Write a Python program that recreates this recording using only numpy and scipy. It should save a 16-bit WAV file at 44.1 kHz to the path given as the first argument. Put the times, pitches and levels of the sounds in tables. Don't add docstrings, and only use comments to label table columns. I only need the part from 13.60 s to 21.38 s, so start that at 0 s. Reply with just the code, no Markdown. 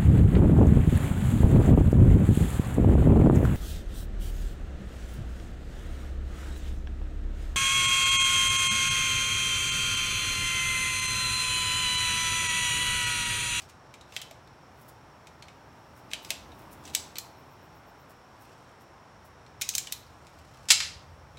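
import sys
import numpy as np
from scipy import signal
from scipy.fft import rfft, irfft
from scipy.io import wavfile
from scipy.ndimage import uniform_filter1d, minimum_filter1d

SR = 44100
rng = np.random.default_rng(int(sys.argv[2]) if len(sys.argv) > 2 else 0)


def int16_out(signal):
    q = np.round(np.clip(np.atleast_2d(signal).T, -1, 1) * 32767)
    wavfile.write(sys.argv[1], SR, q.astype(np.int16))


N = 343098
T = np.arange(N) / SR
HIT_T = T[:2 * SR // 5]


def undb(db):
    return 10 ** (np.asarray(db) / 20)


def on_log(points, hz):
    point_hz, value = np.transpose(points)
    return np.interp(np.log(np.maximum(hz, 1)), np.log(point_hz), value)


def colour(x, points):
    size = 4096
    gain = undb(on_log(points, np.fft.rfftfreq(size, 1 / SR)))
    cepstrum = irfft(np.log(gain))
    cepstrum[1:size // 2] *= 2
    cepstrum[size // 2 + 1:] = 0
    return signal.fftconvolve(x, irfft(np.exp(rfft(cepstrum))))[:len(x)]


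def band(x, hz, width_hz):
    return signal.lfilter(*signal.iirpeak(hz, hz / width_hz, SR), x)


def steep_band(x, hz, width_hz):
    return band(band(x, hz, width_hz), hz, width_hz)


def unit(x):
    return x / np.std(x)


def blow(x):
    return x * np.sqrt(SR / 1000 / np.sum(x ** 2))


def noise(points):
    return unit(colour(rng.standard_normal(N), points))


def drift(rate_hz):
    return np.interp(T * rate_hz, np.arange(N), rng.standard_normal(N))


def add(out, start_s, x):
    i = max(int(start_s * SR), 0)
    out[i:i + len(x)] += x[:len(out) - i]


def contact(decay_s):
    return np.sign(rng.random(len(HIT_T)) - .5) * np.exp(-np.minimum(HIT_T / decay_s, 20))


def hard_contact(decay_s):
    burst, size = contact(decay_s), 1024
    power = uniform_filter1d(np.abs(rfft(burst[:size])) ** 2, size=13)
    flattening_eq = np.c_[np.fft.rfftfreq(size, 1 / SR) + 1, -10 * np.log10(power)]
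    return colour(burst, flattening_eq)


# pitch_hz, gain_db
TOWN_EQ = [(25, -28), (45, -9), (66, -3.5), (120, 0.5), (200, -6.5), (400, -7.5), (800, -5.5), (1100, -7),
           (1500, -10.5), (2500, -20), (4500, -27), (7800, -32.5), (10500, -40.5), (14000, -49),
           (16000, -48)]
def town():
    return noise(TOWN_EQ) * undb(-53.74 + 0.16 * drift(15))


# pitch_hz, gain_db
ENGINE_EQ = [(35, -38), (55, -2), (75, -6), (98, -7.5), (130, -2.5), (190, -16), (400, -48)]
# time_s, level_db
ENGINE_RIDE = [(0, -64), (2.2, -62), (3.3, -56.5), (4.6, -74), (5.3, -71), (6.2, -59.5), (7.6, -54)]
def engine():
    throb = unit(steep_band(rng.standard_normal(N), hz=81.2, width_hz=13))
    ride_db = np.interp(T, *np.transpose(ENGINE_RIDE))
    return unit(noise(ENGINE_EQ) + undb(-2) * throb) * undb(ride_db)


def nearness(nearest_s, speed_m_s=21, road_m=8.6):
    return road_m / np.hypot(road_m, speed_m_s * (T - nearest_s))


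# pitch_hz, gain_db
CAR_EQ = [(30, -21.5), (60, -6), (150, 2), (280, 7.5), (500, -2.5), (1000, -5), (2500, -38.5)]
# pitch_hz, gain_db
TYRE_EQ = [(300, -20.5), (600, -5), (900, 2), (1200, -4), (1700, -14), (2500, -13.5), (6000, -28.5)]
def passing_car(nearest_s=3):
    roar = noise(CAR_EQ) * undb(-54) * nearness(nearest_s)
    hiss = noise(TYRE_EQ) * undb(-54.5) * nearness(nearest_s + .2) ** 0.75
    return roar + hiss


def insects():
    chorus = unit(steep_band(rng.standard_normal(N), hz=5500, width_hz=550))
    start_s, stop_s, period_s = 3.74, 4.47, .122
    pulses = np.sin(np.pi * (T - start_s) / period_s) ** 4 * (T > start_s) * (T < stop_s)
    rasp = noise([(9000, -27), (12000, -3), (15000, 3)])
    return chorus * undb(-72 + 0.5 * drift(25)) + rasp * pulses * undb(-65.5)


# pitch_hz, t60_s
GARAGE_DECAY = [(500, 0.45), (2500, 0.42), (5000, 0.45), (8000, 0.32), (15000, 0.34)]
# pitch_hz, gain_db
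GARAGE_EQ = [(2500, -0.5), (8000, -0.5), (11000, -2), (16000, -7.5)]
def garage(dry, room_db):
    onset = np.clip((HIT_T - .003) / .0008, 0, 1)
    early = onset * contact(decay_s=0.01)
    hz, time_s, cells = signal.stft(rng.standard_normal(len(HIT_T)), SR, nperseg=512)
    decay = np.exp(-np.log(1000) * time_s / on_log(GARAGE_DECAY, hz)[:, None])
    tail = onset * signal.istft(cells * decay, SR)[1][:len(HIT_T)]
    response = colour(unit(early) + undb(-1) * unit(tail), GARAGE_EQ) / np.sqrt(len(HIT_T))
    return dry + undb(room_db) * signal.fftconvolve(dry, response)[:len(dry)]


def rubs(strokes, eq, grain_db):
    swell = sum(undb(db) * np.exp(-(2 * (T - peak_s) / length_s) ** 2) for peak_s, length_s, db in strokes)
    return swell * unit(noise(eq) * undb(grain_db * drift(300)))


# peak_s, length_s, level_db
BRUSH_STROKES = [(1.22, 0.12, -62.5), (1.289, 0.025, -53), (2.38, 0.064, -63), (2.645, 0.05, -55),
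                 (3.0, 0.092, -62), (3.128, 0.029, -49), (4.507, 0.035, -60.5), (4.83, 0.069, -65),
                 (5.216, 0.032, -64), (5.662, 0.033, -57)]
# pitch_hz, gain_db
BRUSH_EQ = [(2000, -24), (4000, -9), (8500, -4), (11000, -2), (15500, 0.5)]
def brushes():
    return rubs(BRUSH_STROKES, BRUSH_EQ, grain_db=6)


# peak_s, length_s, level_db
SCRAPE_STROKES = [(.02, 0.064, -53), (.096, 0.017, -48.5), (.55, 0.11, -57), (3.275, 0.063, -49),
                  (4.95, 0.4, -69), (6.88, 1, -66)]
# pitch_hz, gain_db
SCRAPE_EQ = [(1200, -25.5), (2500, -1), (4500, -4.5), (8000, -7), (11000, -14.5), (15500, -16)]
def scrapes():
    lead_s, free_s, grip_s = 0.0079, 0.015, 0.03
    slides = [(snap_s - lead_s, free_s + grip * grip_s, db - 34.5) for snap_s, db, grip, _, _ in SNAP_HITS]
    return rubs(list(SCRAPE_STROKES) + slides, SCRAPE_EQ, grain_db=6.5)


# start_s, level_db
TREAD_PLUCKS = [(.566, -41.5), (.711, -39.5), (2.535, -42), (2.706, -35)]
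def tread():
    out = np.zeros(N)
    for start_s, level_db in TREAD_PLUCKS:
        knock = steep_band(contact(decay_s=0.0065), hz=647, width_hz=160)
        add(out, start_s, undb(level_db) * blow(knock))
    return out


# pitch_hz, level_db, t60_s
STEEL_MODES = [(2030, -6, .15), (2191, -5, .2), (2693, -8, .32), (3038, -3, .28), (3546, -5, .25),
               (3932, -6, .25), (4134, -1, .27), (4700, -2, .25), (4787, -2, .27), (5079, 1, .26),
               (5399, -4, .25), (6332, -2, .2), (6953, -5, .2), (7430, -2, .2), (7753, -3, .18),
               (9534, -11, .18)]
def steel_ring(scatter_db):
    pitch_hz, level_db, t60_s = np.transpose(STEEL_MODES)[:, :, None]
    modes = undb(level_db) * np.sin(2 * np.pi * pitch_hz * HIT_T) * np.exp(-np.log(1000) * HIT_T / t60_s)
    weights = undb(scatter_db * rng.standard_normal(len(modes))) * rng.choice([-1, 1], len(modes))
    return blow(weights @ modes)


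# start_s, level_db, decay_s, softness_db
FLOOR_HITS = [(7.0865, -16, 0.018, -4.5), (7.104, -3.5, 0.0022, -0.5), (7.1075, -5.5, 0.0013, 0),
              (7.1086, -2, 0.0021, -4), (7.1125, -15.5, 0.0035, 6), (7.1170, -7.5, 0.0051, -10.5),
              (7.130, -23, .005, -2), (7.2036, -15.5, 0.0032, 5), (7.221, -19, 0.045, 2.5)]
# pitch_hz, gain_db
CLACK_EQ = [(210, -82.5), (350, -41.5), (817, -17.5), (1120, -17), (2030, -9), (2840, -5), (4040, -4.5),
            (4450, -5), (4900, -1.5), (5840, -7), (7790, -5.5), (8440, -13.5), (9900, -16), (16000, -32.5)]
def floor_clatter():
    out = np.zeros(N)
    for start_s, level_db, decay_s, softness_db in FLOOR_HITS:
        clack = garage(blow(colour(hard_contact(decay_s), CLACK_EQ)), room_db=-5.5)
        ring = undb(-7.5) * steel_ring(scatter_db=3)
        tone = [(500, -0.5), (1400, softness_db + 2.5), (5000, 0.55), (14000, -softness_db)]
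        add(out, start_s, undb(level_db) * blow(colour(clack + ring, tone)))
    return out


def grip_eq(grip, treble_db):
    body_db = -9.5 + grip * 11.5
    knock_db = body_db + grip * 6.5
    return [(600, knock_db - 9), (1400, knock_db - 3), (2400, knock_db - 1.5), (3500, body_db),
            (6000, 0), (8500, 0), (12000, treble_db), (16000, treble_db - grip * 15)]


# pitch_hz, width_hz, gain_db
JAW_BANDS = [(1480, 460, -9), (2450, 560, 2.5), (3050, 350, 5), (3760, 600, 6), (4940, 1370, 3),
             (6100, 2260, 1), (7320, 400, 4), (7630, 650, -1), (9700, 360, -1.5), (13780, 4900, -8.5)]
def jaw_click(grip, treble_db, pitch_hz, decay_s, rebound_s, ring_db, accent_db, accent_width_hz, room_db):
    strike, rebound = (garage(hard_contact(decay_s), room_db) for _ in range(2))
    rebound_db = 0.5 - 7 * grip
    add(strike, rebound_s * rng.uniform(.8, 1.2), undb(rebound_db) * rebound)
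    body = sum((-1) ** k * undb(gain_db) * band(strike, hz, width_hz)
               for k, (hz, width_hz, gain_db) in enumerate(JAW_BANDS))
    accent = undb(accent_db) * band(body, pitch_hz, accent_width_hz)
    click = blow(body + accent) + undb(ring_db) * steel_ring(scatter_db=6)
    return blow(colour(click, grip_eq(grip, treble_db)))


# start_s, level_db, grip, treble_db, pitch_hz
TICK_HITS = [(0.3398, -37.5, 0.67, -3, 2300), (0.4107, -41, 0.56, -8, 3800), (0.523, -39, 0.7, -2, 2700),
             (0.6161, -28.5, 0.5, 3, 3070), (0.7103, -39, 0.47, 2, 2100), (0.874, -49, .9, 1, 4200),
             (1.67, -40, 0.57, -2, 2210), (1.8239, -36, 1, -3, 4360), (1.8832, -39.5, 1, -7, 2450),
             (2.5141, -33.5, 1, -7, 2300), (2.6477, -33, 0.57, 1, 5000), (2.918, -45, 1, -6, 3820),
             (3.2523, -36.5, 0.3, -6, 6000), (3.5562, -31.5, 0.9, -1, 4320), (3.568, -32.5, 0.9, -8, 4430),
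             (5.8637, -47.5, 0.9, -8, 4300), (6.013, -22, 0.54, 4, 5530), (6.0165, -21, 0.65, -1, 2350),
             (6.2708, -28.5, 0.57, -5, 2980), (7.7713, -40.5, 0.93, -2, 4050)]
def ticks():
    out = np.zeros(N)
    for start_s, level_db, grip, treble_db, pitch_hz in TICK_HITS:
        tick = jaw_click(grip, treble_db, pitch_hz, decay_s=0.0015, rebound_s=.0025,
                         ring_db=-21, accent_db=5.5, accent_width_hz=320, room_db=-5.5)
        add(out, start_s, undb(level_db) * tick)
    return out


# start_s, level_db, grip, treble_db, pitch_hz
SNAP_HITS = [(0.5644, -20.5, 1, -1, 3020), (2.534, -18.5, 0.87, -1, 3000), (2.7045, -16, 0.56, 2.5, 2500),
             (3.3494, -11.5, 0.26, 0, 7950), (3.5840, -21.5, 0.14, 6, 4230), (6.0190, -18, 0.04, 0, 6730),
             (6.0898, -15.5, 0, -1.5, 6330), (6.1510, -15, 0.03, 1.5, 6300), (6.181, -14.5, .15, 0, 7200),
             (6.323, -19, .3, 7.5, 4120)]
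def snaps():
    out = np.zeros(N)
    for start_s, level_db, grip, treble_db, pitch_hz in SNAP_HITS:
        snap = jaw_click(grip, treble_db, pitch_hz, decay_s=0.001, rebound_s=.0017,
                         ring_db=-16.5, accent_db=4, accent_width_hz=230, room_db=-7.5)
        add(out, start_s, undb(level_db) * snap)
    return out


def scene():
    handling = garage(brushes() + scrapes() + tread(), room_db=-5)
    blows = snaps() + ticks() + floor_clatter()
    outside = town() + engine() + passing_car() + insects()
    return (outside + handling + blows)[None]


def record(dry):
    ceiling, window, top_hz = .8, SR // 500, 15900
    gain = ceiling / np.maximum(np.abs(dry), ceiling)
    smooth_gain = uniform_filter1d(minimum_filter1d(gain, window), window)
    low_pass = signal.ellip(10, .2, 70, top_hz, fs=SR, output="sos")
    return signal.sosfilt(low_pass, dry * smooth_gain)


dry = scene()
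out = record(dry)
int16_out(out)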